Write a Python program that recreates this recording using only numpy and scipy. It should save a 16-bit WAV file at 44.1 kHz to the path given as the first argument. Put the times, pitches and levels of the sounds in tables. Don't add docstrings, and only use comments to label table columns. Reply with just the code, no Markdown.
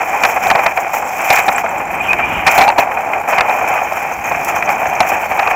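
import sys
import numpy as np
from scipy import signal
from scipy.fft import rfft, irfft
from scipy.io import wavfile
from scipy.ndimage import uniform_filter1d

SR = 44100
rng = np.random.default_rng(int(sys.argv[2]) if len(sys.argv) > 2 else 0)


def generate_wav(signal):
    frames = np.transpose(np.atleast_2d(signal))
    scaled = np.clip(frames, -1, 1) * 32767
    pcm = np.round(scaled).astype(np.int16)
    wavfile.write(sys.argv[1], SR, pcm)


N = 244755
TIME = np.arange(N) / SR

# time_s, rumble_db
FRAME_LOAD = [(0.0, -40), (0.29, -41), (0.43, -36), (0.89, -42.5), (1.71, -38), (2.33, -29.5), (2.8, -39),
              (3.0, -40.5), (4.06, -41), (4.3, -35), (5.27, -38.5), (5.55, -42)]
# frequency_hz, level_db
RUMBLE_SPECTRUM = [(15, -27), (25, -17), (40, -9), (65, -4), (120, -6), (200, -3.5), (350, -5), (700, -17)]
# frequency_hz, level_db
SPRAY_SPECTRUM = [(3000, 9), (4000, -13.5), (4800, -6), (5400, 6.5), (6400, 8), (7500, 7.5), (8300, -5),
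                  (9200, -13.5), (10500, 0), (12800, -1.5), (14400, 8.5), (16000, -5.5)]
# start_s, length_s, pitch_hz, glide_hz_per_s, level_db
THIN_WHISTLES = [(4.14, .09, 4570, 3496, -57), (4.39, .07, 5150, -7000, -52), (5.21, .11, 4570, -1000, -53),
                 (5.48, .07, 4700, -1000, -53)]
# time_s, pitch_hz, level_db
EDGE_CHIRPS = [(0, 6900, -37), (.7, 7200, -40), (1.2, 7600, -33.5), (1.7, 7380, -31), (2.3, 7570, -46),
               (3.15, 7000, -40), (3.5, 6900, -38.5), (4.1, 6400, -30.5), (4.9, 6300, -31.5),
               (5.4, 6630, -39)]
# time_s, pitch_hz, level_db
CURVE_GROAN = [(2.53, 719.3, -53), (2.585, 736.6, -6), (2.62, 776.5, -10), (2.655, 773, -14),
               (2.685, 829, 3), (2.712, 912, -18.5), (2.745, 866, -52)]
# peak_s, half_width_s, level_db
SKID_SWELLS = [(2.06, 0.028, -28.5), (2.34, 0.086, -29.5)]
# start_s, length_s, pitch_hz, glide_hz_per_s, level_db
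SKID_SQUEALS = [(2.0, 0.013, 2460, 1505, -13.5), (2.082, 0.037, 2502, -1200, -10),
                (2.205, 0.051, 2340, 1200, -15), (2.41, 0.058, 2515, 0, -30)]
# centre_hz, width_hz, lift_db
CASE_RESONANCES = [(763.2, 143, 28.5), (860, 2400, 1), (2437, 180, 14.5), (3091, 75, 13.5)]
# start_s, force_db, contact_s, sharpness_db
DEEP_RUTS = [(.13, -11, .025, -8), (.2345, -1.5, 0.0035, 10.5), (.249, 1, 0.0047, 6.5),
             (.358, -11, 0.023, -5), (.463, -5, 0.013, -15), (.501, -0.5, 0.0031, 8.5),
             (.51, 8.5, 0.0026, -5), (.55, 2.5, 0.01, -6.5), (.59, -1, 0.0062, -3), (.633, -2, .006, -5.5),
             (.6605, 2.5, 0.0071, 0), (.773, -.5, 0.0038, -0.5), (.933, -7.5, 0.0089, -6),
             (1.022, -5.5, .007, -11), (1.302, 10, 0.0038, -1), (1.326, -4.5, 0.019, 1),
             (1.4807, 5.5, 0.0095, -6), (1.581, -11, 0.00088, 15.5), (1.6394, 0.5, 0.0023, -18),
             (1.661, -7.5, 0.002, 6.5), (1.8, -7.5, 0.0086, -4.5), (2.13, -16, 0.0043, 19.5),
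             (2.186, -6, 0.018, 0.5), (2.4647, 2.5, 0.019, 3.5), (2.53, -8, 0.022, -13),
             (2.577, 7, 0.018, -8), (2.605, 1, 0.021, -3), (2.677, 4.5, 0.0042, -7),
             (2.782, 9.5, 0.0067, -19), (2.971, -6, 0.0056, -1), (3.1324, -9, 0.0046, 7),
             (3.204, -18, 0.0027, -12), (3.323, -3.5, 0.015, -3), (3.3805, -5, 0.0067, 7.5),
             (3.392, -8, 0.0044, 5), (3.407, 2, 0.002, 6), (3.494, -0.5, 0.0055, -11),
             (3.641, -5.5, 0.0054, -7), (3.701, -3.5, 0.0046, -16), (3.8177, -2.5, .0023, -14),
             (4.6245, -12, 0.0012, 17.5), (4.6898, -3, 0.0037, 0.5), (4.8163, -1, 0.0024, -7),
             (4.854, -6, 0.0046, 0), (5.0036, 11, 0.0026, 0), (5.029, -14, .002, 13),
             (5.31, -8.5, 0.011, -3), (5.391, -5.5, 0.01, 0.5), (5.428, -7, .0025, -7),
             (5.4725, 0.5, 0.0026, 0.5), (5.507, -10.5, .008, 6.5)]
# time_s, grind_db, bite_db, hiss_db
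STEADY_RUN = [(0.0, -17, -22, -39), (0.4, -18, -24.5, -39), (0.62, -17, -22, -40.5),
              (0.76, -18, -24, -41.5), (0.99, -20.5, -30.5, -44), (1.31, -17.5, -19, -32),
              (1.47, -18, -22, -39.5), (1.71, -18.5, -27.5, -44), (2.44, -21.5, -20.5, -45.5),
              (2.66, -14.5, -24, -45), (2.87, -17, -27, -47.5), (3.25, -17, -27.5, -47),
              (3.55, -18, -22.5, -43.5), (3.82, -19, -26, -41.5), (4.25, -20, -22.5, -41),
              (4.5, -18.5, -25.5, -41.5), (5.07, -18, -23, -42), (5.55, -17.5, -24, -40.5)]
# start_s, length_s, grind_db, bite_db, hiss_db
EDGE_SCRAPES = [(0.22, .1, -20, -25, -35), (0.422, 0.064, -18.5, -21, -30.5),
                (0.931, 0.054, -17.5, -23, -32.5), (1.282, .12, -32, -18.5, -29),
                (1.579, 0.018, -32, -24, -29), (2.464, 0.18, -17, -15, -29.5),
                (2.779, 0.028, -10, -14, -26.5), (3.274, 0.11, -19, -19.5, -36),
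                (3.482, 0.061, -17, -22.5, -36.5), (3.672, 0.12, -19.5, -23, -41),
                (4.236, 0.13, -21, -25, -45), (4.476, 0.022, -27, -17, -31.5),
                (4.556, 0.025, -34, -27, -33), (4.685, 0.047, -19, -22, -36),
                (5.065, 0.069, -20.5, -23.5, -34), (5.373, 0.12, -21.5, -24, -46)]
# centre_s, half_width_s, change_db
RUNNER_LIFTS = [(.055, 0.018, -3.5), (0.396, 0.012, -4), (0.741, 0.014, -5), (1.63, .012, -2.5),
                (1.85, 0.029, -2.5), (2.749, 0.0099, -7), (3.245, 0.029, -4.5), (4.185, 0.046, -5),
                (5.285, 0.012, -6)]


def from_db(db):
    return 10 ** (np.asarray(db) / 20)


def unit_rms(x):
    return x / np.sqrt(np.mean(x ** 2) + 1e-20)


def evened(x, span_s):
    return x / np.sqrt(np.abs(uniform_filter1d(x * x, int(span_s * SR))) + 1e-12)


def curves(rows):
    times_s, *columns = np.transpose(rows)
    return [np.interp(TIME, times_s, column) for column in columns]


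def swell_at(peak_s, half_width_s):
    return np.exp(-.5 * ((TIME - peak_s) / half_width_s) ** 2)


def gate(start_s, length_s, attack_s, release_s):
    span = slice(int(start_s * SR), int((start_s + length_s + 10 * release_s) * SR))
    age = np.maximum(TIME[span] - start_s, 0)
    return span, (1 - np.exp(-age / attack_s)) * np.exp(-np.maximum(age - length_s, 0) / release_s)


def butter(x, hz, kind, order):
    return signal.sosfilt(signal.butter(order, hz, kind, fs=SR, output="sos"), x)


def low_and_high(x, split_hz=1450):
    return [butter(butter(x, split_hz, kind, 2), split_hz, kind, 2) for kind in ("low", "high")]


def resonate(x, hz, width_hz):
    r = np.exp(-np.pi * width_hz / SR)
    gain = (1 - r * r) / 2
    return signal.lfilter([gain, 0, -gain], [1, -2 * r * np.cos(2 * np.pi * hz / SR), r * r], x)


def coloured(x, spectrum):
    hz, db = np.transpose(spectrum)
    bins_hz = np.arange(1, N // 2 + 2) * SR / N
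    shape_db = np.interp(np.log(bins_hz), np.log(hz), db, left=-90, right=-90)
    return unit_rms(irfft(rfft(x) * from_db(shape_db), N))


def drift(rate_hz):
    hz = np.arange(N // 2 + 1) * SR / N
    return unit_rms(irfft(rfft(rng.standard_normal(N)) / (1 + (hz / rate_hz) ** 2) * (hz > 0), N))


def spurts(per_s, fall_s):
    kicks = (rng.random(N) < per_s / SR) * rng.uniform(.3, 1, N)
    pressure = signal.lfilter([1], [1, -np.exp(-1 / (fall_s * SR))], kicks)
    return unit_rms(pressure - pressure.mean())


def scattered(per_s):
    draws = rng.standard_normal((400, 4))
    starts_s = np.cumsum((draws[:, 0] ** 2 + draws[:, 1] ** 2) / 2) / per_s
    return np.column_stack([starts_s, draws[:, 2:]])[starts_s < TIME[-1]]


def glides(rows, waver_hz, flutter_db, attack_s, release_s):
    out, waver, flutter = np.zeros(N), waver_hz * drift(120), flutter_db * drift(90)
    for start_s, length_s, pitch_hz, glide_hz_per_s, level_db in rows:
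        span, envelope = gate(start_s, length_s, attack_s, release_s)
        hz = pitch_hz + glide_hz_per_s * (TIME[span] - start_s) + waver[span]
        tone = np.sin(2 * np.pi * np.cumsum(hz) / SR)
        out[span] += envelope * from_db(level_db + flutter[span]) * tone
    return out


def ice_grains(per_s, spread_db):
    breaks = (rng.random(N) < per_s / SR) * rng.choice([-1, 1], N)
    return unit_rms(breaks * from_db(spread_db * np.minimum(rng.exponential(1, N), 4)))


def frame_rumble(jolts, sway_db=1.0, buzz_db=1.5):
    load_db, = curves(FRAME_LOAD)
    sway, buzz = low_and_high(coloured(rng.standard_normal(N), RUMBLE_SPECTRUM), split_hz=129)
    shake = sway * from_db(sway_db * drift(16)) + buzz * from_db(buzz_db * drift(30))
    return shake * (from_db(load_db + 1.5) + from_db(-38.5) * jolts)


def ice_spray(hiss_db, chatter, jolts, settle_s=0.011):
    shavings = rng.standard_normal(N) + 0.44 * ice_grains(per_s=8300, spread_db=7.0)
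    flakes, powder = low_and_high(coloured(shavings, SPRAY_SPECTRUM), split_hz=7200)
    hiss = flakes * from_db(drift(41)) + powder * from_db(3.0 * drift(27))
    decay = np.exp(-1 / (settle_s * SR))
    puffs = from_db(-41.5) * signal.lfilter([1 - decay], [1, -decay], jolts)
    spurt_db = 1.8 * spurts(per_s=60, fall_s=.006)
    stream = from_db(hiss_db + 0.75 + 0.86 * chatter + spurt_db)
    return hiss * np.hypot(stream, puffs) + from_db(-49.5) * rng.standard_normal(N)


def whistles():
    return glides(THIN_WHISTLES, waver_hz=35, flutter_db=1.0, attack_s=.012, release_s=0.013)


def edge_chirps(per_s=35, width_hz=700, scatter_hz=160, spread_db=3.0):
    out, rub = np.zeros(N), rng.standard_normal(N)
    pitch_hz, level_db = curves(EDGE_CHIRPS)
    for start_s, level_draw, pitch_draw in scattered(per_s):
        span, envelope = gate(start_s, length_s=0.0023, attack_s=0.0017, release_s=0.0046)
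        hz = pitch_hz[span.start] + scatter_hz * pitch_draw
        tone = unit_rms(resonate(resonate(rub[span], hz, width_hz), hz, width_hz))
        out[span] += from_db(level_db[span] + spread_db * level_draw) * tone * envelope
    return out


def sled_groan(waver_hz=29.23, flutter_db=4.5):
    pitch_hz, level_db = curves(CURVE_GROAN)
    judder = from_db(level_db + flutter_db * drift(90))
    hz = pitch_hz + waver_hz * drift(116.7)
    return judder * np.sin(2 * np.pi * np.cumsum(hz) / SR)


def runner_skid():
    slip = sum(from_db(db) * swell_at(peak_s, half_width_s) for peak_s, half_width_s, db in SKID_SWELLS)
    scrape = unit_rms(resonate(resonate(rng.standard_normal(N), 2870, 540), 2870, 480))
    squeals = glides(SKID_SQUEALS, waver_hz=37, flutter_db=2.0, attack_s=0.0024, release_s=0.0077)
    return squeals + slip * butter(scrape, 3300, "low", order=6)


def hollow_case(force, low_hz=240, high_hz=2473):
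    for centre_hz, width_hz, lift_db in CASE_RESONANCES:
        force = force + (from_db(lift_db) - 1) * resonate(force, centre_hz, width_hz)
    return butter(butter(force, high_hz, "low", order=10), low_hz, "high", order=2)


def shallow_ruts(grind_db, per_s=16, over_grind_db=6.5, spread_db=1.5, contact_s=0.0045, sharp_db=-3.5):
    return [(start_s, grind_db[int(start_s * SR)] + over_grind_db + spread_db * force_draw,
             contact_s, sharp_db + spread_db * sharp_draw)
            for start_s, force_draw, sharp_draw in scattered(per_s)]


def rut_knocks(ruts, attack_s=0.0011, ring_s=0.0083, rasp_s=0.0031):
    boom, rasp = low_and_high(hollow_case(rng.standard_normal(N)))
    boom = butter(boom, 531, "high", order=4)
    jolts, crunches = np.zeros(N), np.zeros(N)
    for start_s, force_db, contact_s, sharpness_db in ruts:
        span, push = gate(start_s, contact_s, attack_s, ring_s)
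        jolts[span] += from_db(force_db) * push
        span, push = gate(start_s, contact_s, attack_s, rasp_s)
        crunches[span] += from_db(force_db + sharpness_db) * push
    booms = from_db(-8.5) * jolts * evened(boom, span_s=0.00364)
    rasps = from_db(-9.5) * crunches * evened(rasp, span_s=0.0029)
    return booms + rasps, jolts


def friction_levels(grind_trim_db=0.5, bite_trim_db=-0.5, hiss_trim_db=2.5):
    trims_db = [[grind_trim_db], [bite_trim_db], [hiss_trim_db]]
    power = from_db(np.array(curves(STEADY_RUN)) + trims_db) ** 2
    for start_s, length_s, *levels_db in EDGE_SCRAPES:
        span, dig = gate(start_s, length_s, attack_s=0.0013, release_s=0.017)
        power[:, span] += np.outer(from_db(levels_db), dig) ** 2
    dips_db = sum(db * swell_at(centre_s, half_width_s) for centre_s, half_width_s, db in RUNNER_LIFTS)
    return 10 * np.log10(power) + dips_db


def runner_grinding(grind_db, bite_db, chatter, boom_clump_db=1.2, rasp_clump_db=1.4):
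    crush = ice_grains(per_s=1500, spread_db=1.0) + 0.67 * rng.standard_normal(N)
    boom, rasp = low_and_high(hollow_case(crush * from_db(0.94 * chatter)))
    boom_gain = from_db(grind_db - 2.27 + boom_clump_db * drift(22))
    rasp_gain = from_db(bite_db + rasp_clump_db * spurts(per_s=60, fall_s=.012))
    return boom_gain * evened(boom, span_s=0.058) + rasp_gain * evened(rasp, span_s=0.042)


def scene():
    chatter = spurts(per_s=130, fall_s=0.0087)
    grind_db, bite_db, hiss_db = friction_levels()
    knocks, jolts = rut_knocks(DEEP_RUTS + shallow_ruts(grind_db))
    foreground = runner_grinding(grind_db, bite_db, chatter) + knocks + runner_skid() + sled_groan()
    background = edge_chirps() + whistles() + ice_spray(hiss_db, chatter, jolts) + frame_rumble(jolts)
    return (foreground + background)[None]


def record(dry, overload=.715, cutoff_hz=15800):
    clipped = np.clip(dry, -overload, overload)
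    return signal.sosfilt(signal.ellip(12, .1, 80, cutoff_hz, fs=SR, output="sos"), clipped)


dry = scene()
out = record(dry)
generate_wav(out)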